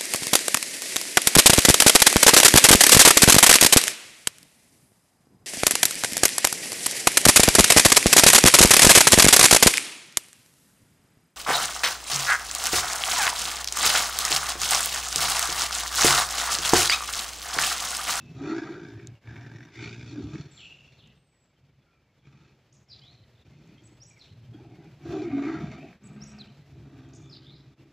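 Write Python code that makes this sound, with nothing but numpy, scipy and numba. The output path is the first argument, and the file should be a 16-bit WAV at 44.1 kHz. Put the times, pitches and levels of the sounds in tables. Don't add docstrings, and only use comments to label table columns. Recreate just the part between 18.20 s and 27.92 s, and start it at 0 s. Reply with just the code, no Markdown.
import sys
import numpy as np
from scipy import signal
from scipy.fft import rfft, irfft
from scipy.io import wavfile
from scipy.ndimage import uniform_filter1d
from numba import njit

SR = 44100
rng = np.random.default_rng(int(sys.argv[2]) if len(sys.argv) > 2 else 0)


def put_to_file(sound):
    columns = np.atleast_2d(sound).T
    safe = np.clip(columns, -1, 1)
    whole_steps = np.round(safe * 32767)
    wavfile.write(sys.argv[1], SR, whole_steps.astype(np.int16))


N = 428652

# (full from [s], top [s], let go [s], throat level [dB], mouth level [dB],
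#   rasp level [dB], sag [dB per s], throat ring [Hz], mouth ring [Hz], low ring level [dB], treble [dB])
GROWL_CALLS = [(0, 0.108, 0.2, -52, -68.5, -71.5, 5, 233, 1190, 4, 6.5),
               (0.205, 0.324, 0.45, -30, -38, -52.5, 57, 337, 1270, 1.5, 3),
               (0.443, 0.492, 0.73, -37.5, -45.5, -59.5, 39.5, 317, 1620, -3, 5.5),
               (0.777, 0.787, 0.87, -46.5, -59, -64, 64, 302, 1670, -5, -1),
               (1.084, 1.107, 1.46, -49.5, -51.5, -60.5, 11, 256, 1700, -2, 0.5),
               (1.555, 1.63, 1.75, -42.5, -48, -45.5, 75, 351, 1503, -4, -1.5),
               (1.79, 1.83, 1.947, -48, -58.5, -55.5, -2, 260, 1620, -11, 0),
               (1.943, 2.005, 2.035, -33.5, -55.5, -55.5, 51, 278, 1370, -12, 2.5),
               (2.093, 2.141, 2.27, -42, -52.5, -55, 112, 312, 1340, -0.5, 5),
               (2.28, 2.387, 2.78, -71, -66.5, -65, 43, 306, 1304, -3, 6.5),
               (4.06, 4.125, 4.29, -66.5, -68, -70, -5, 295.5, 1305, -10, -0.5),
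               (4.702, 5.05, 4.92, -67.5, -69, -69, 11, 290, 1330, 7, 3.5),
               (5.25, 5.527, 5.7, -60.5, -74.5, -70, 8, 292, 1380, 3, 0),
               (6.051, 6.23, 5.97, -72, -83, -58, 19, 296, 1400, -14, 7),
               (6.35, 6.416, 6.67, -52, -62, -70.5, 4, 310, 1413, 14, -4),
               (6.867, 6.943, 7.04, -30.5, -42, -53.5, 56.5, 336, 1280, 11, 3),
               (7.086, 7.2, 7.67, -36, -43, -51.5, 23, 266, 1246, 14, -9.5),
               (7.26, 7.29, 7.4, -34, -41.5, -55.5, 44, 307, 1295, 1, -3),
               (7.523, 7.53, 7.72, -52, -61.5, -65.5, 21, 181.9, 1310, 8, -2.5),
               (7.832, 7.997, 8.04, -44.5, -59, -64.5, 24, 186.3, 1230, 4, -7),
               (8.084, 8.152, 8.3, -47, -58, -61, 45, 180, 1299, 4, -6),
               (8.494, 8.792, 9.77, -50, -62, -71, 17.5, 293, 1254, 7, 2),
               (9.596, 9.63, 9.7, -59.5, -89, -99, 10, 292, 1220, -5, 2)]
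# (centre [Hz], width [Hz], level [dB])
THROAT_RINGS = [(196.2, 25, -2), (293, 44, -12.5), (311, 45, -3), (378, 20, -13.5)]
# (centre [Hz], width [Hz], level [dB])
RASP_RINGS = [(3436, 310, -2.5), (4270, 230, -8.5), (5640, 460, -10), (6690, 450, -13.5), (7500, 750, -40)]
# (time [s], level [dB])
HISS_LEVEL = [(0, -80.5), (2.9, -83.5), (3.05, -90.5), (4.0, -89.5), (4.1, -87), (6.8, -81), (6.93, -73),
              (7.05, -78.5), (9.72, -84)]
WANDER_SHARE, WANDER_PER_S = 0.032, 6.9
RING_FLICKER_DB, RING_FLICKER_PER_S = 2.2, 9
RASP_WIDTH_HZ = 250


def amp(db):
    return 10 ** (np.asarray(db) / 20)


def rms_one(x):
    return x / np.sqrt(np.mean(x ** 2) + 1e-20)


def in_time(rows):
    times, *columns = np.transpose(rows)
    t = np.arange(N) / SR
    return [np.interp(t, times, column) for column in columns]


def even(x, span_s=0.087):
    power = uniform_filter1d(x ** 2, int(span_s * SR))
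    return x / np.sqrt(power + 1e-12)


def flicker(per_s):
    r = np.exp(-2 * np.pi * per_s / SR)
    return rms_one(signal.lfilter([1], [1, -2 * r, r * r], rng.standard_normal(N)))


def pole_radius(width_hz):
    return np.exp(-np.pi * 1.5 * width_hz / SR)


def resonance(x, hz, width_hz):
    r = pole_radius(width_hz)
    b = (1 - r * r) / 2 * np.array([1, 0, -1])
    a = [1, -2 * r * np.cos(2 * np.pi * hz / SR), r * r]
    return signal.lfilter(b, a, signal.lfilter(b, a, x))


def cavity(x, modes):
    return sum(amp(db) * resonance(x, hz, width_hz) for hz, width_hz, db in modes)


@njit
def moving_resonance(x, hz, r, sr):
    y, z = np.zeros(len(x)), np.zeros(len(x))
    for i in range(2, len(x)):
        c = 2 * r * np.cos(2 * np.pi * hz[i] / sr)
        y[i] = x[i] - x[i - 2] + c * y[i - 1] - r * r * y[i - 2]
        z[i] = y[i] - y[i - 2] + c * z[i - 1] - r * r * z[i - 2]
    return z


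def moving(x, hz, width_hz):
    return even(moving_resonance(x, hz, pole_radius(width_hz), SR))


def trees(x, t60_s=0.69):
    far_t60_s, far_tail_db = 0.64, -12.5
    t = np.arange(SR) / SR
    decay = amp(-60 * t / t60_s) + amp(far_tail_db - 60 * t / far_t60_s)
    fade_in = np.clip(t / 0.012, 0, 1)
    tail = rng.standard_normal(SR) * decay * fade_in
    return signal.fftconvolve(x, tail / np.sqrt(np.sum(tail ** 2)))[:N]


def whistle(s, hz, db, edge_s, tremble=np.zeros(SR)):
    t = np.arange(0, s[-1], 1 / SR)
    edge = np.clip(np.minimum(t, s[-1] - t) / edge_s, 0, 1)
    pitch = np.interp(t, s, hz) * (1 + tremble[:len(t)])
    return edge * amp(np.interp(t, s, db)) * np.sin(2 * np.pi * np.cumsum(pitch) / SR)


def clicks_at(rows):
    clicks = np.zeros(N)
    for s, db in rows:
        clicks[round(s * SR)] = amp(db)
    return clicks


def folds(rate_hz, hoarse, jitter=.1, shimmer_db=4, puff_sharpness=2.67):
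    wander = rms_one(signal.lfilter([1], [1, -.9985], rng.standard_normal(N)))
    turns = np.cumsum(rate_hz * (1 + jitter * hoarse * wander)) / SR
    cycle = turns.astype(int)
    size = amp(shimmer_db * hoarse * rng.standard_normal(2000)[cycle])
    pulses = rms_one(np.diff(cycle, prepend=0) * size)
    fade = np.exp(-puff_sharpness * (1 - hoarse) * (turns - cycle))
    puffs = rms_one(rng.standard_normal(N) * size * fade)
    return pulses, puffs


def call(t, start, stop, held_db):
    attack_db_per_s, release_db_per_s = 354, 167
    before_s, after_s = np.maximum(start - t, 0), np.maximum(t - stop, 0)
    return amp(held_db - attack_db_per_s * before_s - release_db_per_s * after_s) ** 2


def effort():
    # (full from [s], let go [s], first level [dB], last level [dB])
    rumble_calls = [(0, 0.902, -48, -45.5), (0.17, 0.235, -46, -42.5), (1.082, 1.426, -42.5, -47),
                    (1.586, 2.212, -42.5, -40), (2.3, 2.956, -61.5, -59.5), (3.433, 3.603, -60.5, -65),
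                    (4.065, 4.348, -52, -61), (4.52, 4.63, -63, -63), (4.721, 5.204, -57, -60),
                    (5.278, 5.912, -52.5, -57.5), (6.113, 6.773, -48.5, -51), (6.863, 7.058, -38, -47),
                    (7.115, 7.33, -41, -47.5), (7.381, 7.66, -34.5, -50.5), (7.87, 8.4, -44, -54),
                    (8.494, 9.493, -48, -51), (9.593, 9.678, -53, -59)]
    # (chest [dB], throat [dB], mouth [dB], rasp [dB])
    quiet_db = (-73.5, -80.5, -85, -92.5)
    sag_shares = (0.92, 0.92, 0.59)
    swell_per_sag = 1.74
    t = np.arange(0, N / SR, .001)
    power = amp(quiet_db)[:, None] ** 2 + 0 * t
    for start, stop, first_db, last_db in rumble_calls:
        power[0] += call(t, start, stop, np.interp(t, [start, stop], [first_db, last_db]))
    for start, top, stop, *top_db, sag in np.array(GROWL_CALLS)[:, :7]:
        losses = [swell_per_sag * sag * (top - start), 0, sag * (stop - top)]
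        loss_db = np.interp(t, [start, top, stop], losses)
        power[1:] += call(t, start, stop, np.c_[top_db] - np.c_[list(sag_shares)] * loss_db)
    return in_time(np.c_[t, np.sqrt(power.T)])


def mouth_shape():
    # (time [s], centre before drift [Hz])
    upper_ring = [(0, 2620), (.25, 2310), (1.5, 2280), (1.56, 2262), (1.68, 2570), (1.8, 2450),
                  (6.95, 2475), (7.2, 2100), (7.35, 2120), (7.6, 2530), (7.9, 2430)]
    throat_rise, mouth_rise = 0.24, 0.14
    rows = []
    for start, top, stop, *_, throat_hz, mid_hz, low_db, treble_db in GROWL_CALLS:
        for s in (start, stop):
            throat_now = throat_hz * (1 + throat_rise * (s - top))
            mid_now = mid_hz * (1 + mouth_rise * (s - top))
            rows.append((s, throat_now, mid_now, low_db, treble_db))
    throat_hz, mid_hz, low_db, treble_db = in_time(sorted(rows))
    low_hz = 729.5 + 0.75 * np.maximum(throat_hz - 310, -50)
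    centres = (throat_hz, low_hz, mid_hz, *in_time(upper_ring))
    drifting = [hz * (1 + WANDER_SHARE * flicker(WANDER_PER_S)) for hz in centres]
    return *drifting, low_db, treble_db


def creak():
    # (first [s], last [s], every [s], fall within a pulse [dB])
    first, last, every, fall_db = (1.269, 1.47, .0227, 15)
    t = np.arange(N) / SR
    phase = (t - first) / every % 1
    creaking = (t > first) * (t < last)
    return uniform_filter1d(amp(fall_db * (1 / 3 - phase) * creaking), size=90)


def chest_ring(voiced, chest_hz):
    # (centre [Hz], width [Hz], level [dB])
    chest_modes = [(77, 18, -9.5), (98, 50, 2.5), (137.6, 58, -12)]
    chest_hz = chest_hz * (1 + 0.083 * flicker(WANDER_PER_S))
    return even(moving(voiced, chest_hz, 32) + amp(-7.5) * even(cavity(voiced, chest_modes)))


def throat_ring(voiced, throat_hz):
    return even(moving(voiced, throat_hz, 55) + amp(-9.0) * even(cavity(voiced, THROAT_RINGS)))


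def mouth_ring(breathy, low_hz, mid_hz, low_db):
    # (centre [Hz], width [Hz], level [dB])
    mouth_modes = [(910, 117, -3.5), (1186, 28, -3.5), (1592, 173, -3.5), (1884, 250, -7.5)]
    low_gain = amp(low_db - 4.5 + RING_FLICKER_DB * flicker(RING_FLICKER_PER_S))
    mid_gain = amp(-1.5 + RING_FLICKER_DB * flicker(RING_FLICKER_PER_S))
    low = low_gain * moving(breathy, low_hz, 75)
    mid = mid_gain * moving(breathy, mid_hz, 150)
    return even(low + mid + amp(0.5) * even(cavity(breathy, mouth_modes)))


def teeth_rasp(breathy, mid_hz, high_hz, treble_db):
    upper_gain = amp(-3.5 + RING_FLICKER_DB * flicker(RING_FLICKER_PER_S))
    upper = upper_gain * moving(breathy, high_hz, RASP_WIDTH_HZ)
    following = amp(treble_db - 11.5) * moving(breathy, 3.03 * mid_hz, RASP_WIDTH_HZ)
    broad = amp(-3.0) * rms_one(resonance(breathy, 2300, 570))
    bright = amp(treble_db - 5.5) * even(cavity(breathy, RASP_RINGS))
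    lowpass = signal.butter(4, 8200, fs=SR, output="sos")
    return signal.sosfilt(lowpass, upper + following + broad + bright)


def cats():
    # (time [s], pulse rate [Hz], chest resonance [Hz])
    fold_curve = [(0, 54.05, 124), (.45, 54.16, 148), (.8, 56, 107), (1.2, 57.64, 126), (1.9, 58.2, 119),
                  (2.2, 65.25, 136.3), (4.9, 65.94, 118), (5.27, 60.07, 112), (5.44, 60, 134),
                  (5.7, 59.93, 115), (6.6, 59.06, 121.5), (7.28, 66.06, 128), (7.44, 68.25, 168.4),
                  (7.8, 67.97, 129.5), (8.9, 66.87, 118.2), (9.72, 67.02, 128)]
    # (time [s], noise share [0-1])
    hoarse_curve = [(0, .55), (.25, .7), (.75, .35), (1.0, .5), (1.15, .3), (1.55, .5), (1.75, .25),
                    (2.0, .55), (2.5, .7), (6.4, .55), (7.2, .7), (8.5, .45)]
    # (centre [Hz], width [Hz], level [dB])
    valleys = [(506, 137, -18.5), (1054, 150, -21.5), (2750, 890, -8)]
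    chest_gain, throat_gain, mouth_gain, rasp_gain = effort()
    rate_hz, chest_hz = in_time(fold_curve)
    hoarse, = in_time(hoarse_curve)
    throat_hz, low_hz, mid_hz, high_hz, low_db, treble_db = mouth_shape()

    pulses, puffs = folds(rate_hz, hoarse)
    voiced = np.sqrt(1 - hoarse) * pulses + np.sqrt(hoarse) * puffs
    breathy = puffs + 0.33 * pulses
    voiced = voiced + amp(-2.5) * trees(voiced)
    breathy = breathy + amp(-3.5) * trees(breathy)

    chest_gain = chest_gain * amp(2 * flicker(15))
    rattle = amp(0.48 * flicker(39)) * creak()
    rasp_gain = rasp_gain * rattle * amp(2 + 1.3 * flicker(18.0))
    mid = chest_gain * chest_ring(voiced, chest_hz)
    mid = mid + throat_gain * throat_ring(voiced, throat_hz)
    mid = mid + mouth_gain * rattle * mouth_ring(breathy, low_hz, mid_hz, low_db)
    mid = mid + rasp_gain * teeth_rasp(breathy, mid_hz, high_hz, treble_db)
    for hz, width_hz, db in valleys:
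        mid = mid - (1 - amp(db)) * signal.lfilter(*signal.iirpeak(hz, hz / width_hz, SR), mid)

    highpass = signal.cheby2(8, 50, 4000, "high", fs=SR, output="sos")
    scatter = signal.sosfilt(highpass, rng.standard_normal(N))
    side = rasp_gain * amp(treble_db - 18.5) * rms_one(cavity(scatter, RASP_RINGS))
    return mid, side


def coloured(points):
    hz = np.maximum(np.fft.rfftfreq(N, 1 / SR), 10)
    point_hz, point_db = np.array(points).T
    gain = amp(np.interp(np.log(hz), np.log(point_hz), point_db))
    return irfft(rfft(rng.standard_normal(N)) * gain, N)


def hiss():
    # (frequency [Hz], gain [dB])
    colour = [(40, 39.5), (300, 26.5), (550, 24.5), (1200, 16), (2500, 17), (4500, 10.5), (7500, 1.5),
              (9000, -6.5), (15500, -6)]
    # (frequency [Hz], side minus mid [dB])
    side_over_mid = [(40, -73), (3800, -58), (4800, -1), (8000, -7.5), (15500, -8)]
    level = amp(in_time(HISS_LEVEL)[0]) / np.sqrt(2 * (15000 - 9500) / SR)
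    level = level * amp(1.6 * flicker(20))
    side_colour = [(hz, db + np.interp(hz, *np.transpose(colour))) for hz, db in side_over_mid]
    return level * coloured(colour), level * coloured(side_colour)


def twitter():
    count, over_hiss_db = 70, 10.5
    when, length, pitch, fall = rng.random((count, 4)).T
    start = when * (N / SR - .1)
    length_s = np.interp(length, [0, 1], (0.024, 0.061))
    from_hz = np.interp(pitch ** 2, [0, 1], (2025, 3620))
    to_hz = from_hz * (1 - .07 * (1.7 * fall - .4))
    db = over_hiss_db + np.interp(when * N / SR, *np.transpose(HISS_LEVEL))
    return list(zip(start, length_s, from_hz, to_hz, db))


def far_birds():
    # (start [s], length [s], from [Hz], to [Hz], level [dB])
    single_chirps = [(0, 0.11, 2660, 2605, -60.5), (3.661, 0.13, 1410, 1310, -77),
                     (3.717, 0.071, 2460, 2320, -75), (5.963, 0.026, 2390, 2000, -62),
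                     (5.571, 0.037, 3167, 3270, -66), (5.904, 0.0215, 2433, 2270, -60),
                     (6.335, 0.019, 3300, 3240, -61), (7.6, 0.053, 2569, 2600, -59.5)]
    # (first [s], last [s], every [s], length [s], from [Hz], to [Hz], level [dB])
    repeated_chirps = [(3.113, 4.03, .182, 0.038, 2334, 2176, -78),
                       (5.147, 5.22, .0215, 0.019, 4130, 3270, -67)]
    repeats = []
    for first, last, every, *chirp in repeated_chirps:
        repeats += [(s, *chirp) for s in np.arange(first, last, every)]
    direct = np.zeros(N)
    for start, length, from_hz, to_hz, db in single_chirps + repeats + twitter():
        note = whistle([0, length], [from_hz, to_hz], [db, db], 0.0033)
        at = round(start * SR)
        direct[at:at + len(note)] += note
    return direct, amp(-5.0) * direct


def moans():
    # (start [s], length [s], from [Hz], to [Hz], level before the throb [dB])
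    moan_tones = [(0.189, 0.15, 262.6, 322.5, -34), (0.307, 0.11, 321.2, 347.6, -28.5),
                  (.735, 0.2, 115.2, 115.6, -43.5), (6.191, 0.14, 122.2, 122, -49),
                  (6.916, .12, 331.3, 292, -29.5), (7.03, 0.071, 349, 336, -28.5),
                  (7.111, 0.17, 274.2, 284.6, -25.5), (7.341, .15, 203.2, 192, -37.5),
                  (7.26, .11, 324.4, 324, -30)]
    clear = np.zeros(N)
    for start, length, from_hz, to_hz, db in moan_tones:
        tone = whistle([0, length], [from_hz, to_hz], [db, db], 0.023)
        at = round(start * SR)
        clear[at:at + len(tone)] += tone
    return clear * amp(1.9 * flicker(25))


def slaps():
    # (time [s], strength before the ring [dB])
    slap_clicks = [(0.799, -42.5), (1.074, -38.5), (1.1647, -36), (1.406, -43), (2.1555, -35.5),
                   (7.729, -45)]
    # (centre [Hz], width [Hz], level [dB])
    slap_modes = [(1340, 640, -4), (1660, 350, 3), (2220, 160, 7.5)]
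    ring = cavity(clicks_at(slap_clicks) + 1e-18, slap_modes)
    return amp(24.0) * (ring + amp(-2.0) * trees(ring))


def ticks():
    # (time [s], strength before the ring [dB])
    tick_clicks = [(0.8721, -24), (2.8742, -47), (5.4759, -51), (8.889, -48)]
    modes = [(6650, 1100, 9.0), (3930, 690, 4.0), (10200, 4700, -24)]   # (centre [Hz], width [Hz], level [dB])
    return 2.3 * cavity(clicks_at(tick_clicks) + 1e-18, modes)


def thumps():
    # (time [s], peak level [dB])
    thump_clicks = [(2.15, -30), (5.516, -47), (5.719, -50), (6.344, -39.5)]
    ring = cavity(signal.unit_impulse(SR // 4), THROAT_RINGS)
    return signal.fftconvolve(clicks_at(thump_clicks), ring / np.abs(ring).max())[:N]


def songbird():
    note_shapes = { "arch": [(0, 5850, -2), (.008, 7600, 4), (.014, 7900, 4.5), (.037, 7950, 5.5),
                   (.045, 5930, 4)], "flick": [(0, 4700, -3.5), (.018, 5500, 12.5), (.033, 5830, 12),
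                   (.038, 7100, 7), (.048, 5040, -6)], "drop": [(0, 5860, 4), (.006, 4500, 1),
                   (.028, 3970, 9.5), (.04, 3400, -4.5), (.056, 2890, -3)], "lift": [(0, 2580, -1),
                   (.015, 2990, -1), (.03, 3200, -4)], "spit": [(0, 4200, -2.5), (.006, 6580, 6),
                   (.014, 8120, -11.5), (.03, 8100, -17), (.048, 6060, -2.5)], "slide": [(0, 5240, -14),
                   (.018, 4974, -7.5), (.04, 4017, -5), (.055, 3500, -15.5), (.067, 2730, -22)],
                   "climb": [(0, 2900, -16), (.05, 3523, -4), (.1, 4052, -4.5), (.118, 4400, -10),
                   (.15, 5420, -14)], "scoop": [(0, 4490, -15), (.012, 3550, -10), (.03, 2985, -8.5),
                   (.062, 2546, -11.5), (.11, 2817, -10), (.165, 2792, -20.5), (.3, 2693, -20)],
                   "seep": [(0, 7900, 2), (.025, 7245, -4), (.065, 7350, 0), (.18, 7060, -30)],
                   "sigh": [(0, 8300, -11), (.05, 8270, -11.5), (.3, 7650, -5.5), (.36, 7620, -15)],
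                   "droop": [(0, 4493, -4), (.03, 3613, 6), (.055, 2950, 4), (.1, 2523, -1)],
                   "rise": [(0, 2900, -12.5), (.05, 3600, -8.5), (.1, 4200, -4), (.118, 4423, -15)],
                   "peep": [(0, 3490, -4), (.02, 3560, -8), (.035, 3250, -6)]}
    # (start [s], note name, level added to the shape [dB], scattered share [dB])
    song_notes = [(2.311, "seep", -59.5, 1), (2.366, "scoop", -42.5, 5.5), (2.765, "droop", -70, 9),
                  (2.951, "sigh", -70.5, -9), (4.523, "spit", -63.5, 4.5), (4.685, "slide", -47, 5),
                  (4.811, "rise", -51.5, 0), (5.633, "arch", -63.5, -5.5), (5.8, "flick", -62, -2.5),
                  (5.861, "arch", -64, -6), (5.992, "drop", -59.5, 0.5), (6.075, "lift", -64, -9),
                  (8.27, "lift", -61, -12), (7.833, "arch", -62, -5), (8.004, "flick", -59.5, -3),
                  (8.066, "arch", -64, -6), (8.186, "drop", -54, -6), (8.931, "spit", -58, 5),
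                  (9.03, "peep", -57.5, 0), (9.095, "slide", -44, 2), (9.213, "climb", -57.5, 5)]
    burry = ("slide", "drop", "droop", "scoop")
    burr = 0.0335 * flicker(250)
    direct, scattered = np.zeros((2, N))
    for start, name, db, scatter_db in song_notes:
        at = round(start * SR)
        shape = np.transpose(note_shapes[name])
        note = amp(db) * whistle(*shape, 0.0017, burr[at:] * (name in burry))
        direct[at:at + len(note)] += note
        scattered[at:at + len(note)] += amp(scatter_db) * note
    return direct, scattered


def birds():
    far_direct, far_scattered = far_birds()
    near_direct, near_scattered = songbird()
    direct = (far_direct + near_direct) * amp(3.8 * flicker(160))
    scattered = trees(far_scattered + near_scattered, t60_s=0.44) * amp(3.1 * flicker(90))
    return direct + scattered


def level_dips():
    # (centre [s], width [s], depth [dB])
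    dip_rows = [(1.001, 0.013, -8), (4.661, 0.016, -5.5), (5.242, 0.0094, -10), (7.79, 0.025, -9),
                (9.56, 0.02, -11)]
    t = np.arange(N) / SR
    return amp(sum(db * np.exp(-((t - s) / width_s) ** 2) for s, width_s, db in dip_rows))


def scene():
    cat_mid, cat_side = cats()
    hiss_mid, hiss_side = hiss()
    dips = level_dips()
    mid = dips * (cat_mid + hiss_mid + birds() + moans() + slaps() + thumps()) + ticks()
    side = dips * (cat_side + hiss_side)
    return np.array([mid + side, mid - side])


def record(dry):
    bass_cut = signal.butter(4, 58, "high", fs=SR, output="sos")
    top_cut = signal.ellip(12, .5, 60, 15450, fs=SR, output="sos")
    return signal.sosfilt(top_cut, signal.sosfilt(bass_cut, dry))


dry = scene()
out = record(dry)
put_to_file(out)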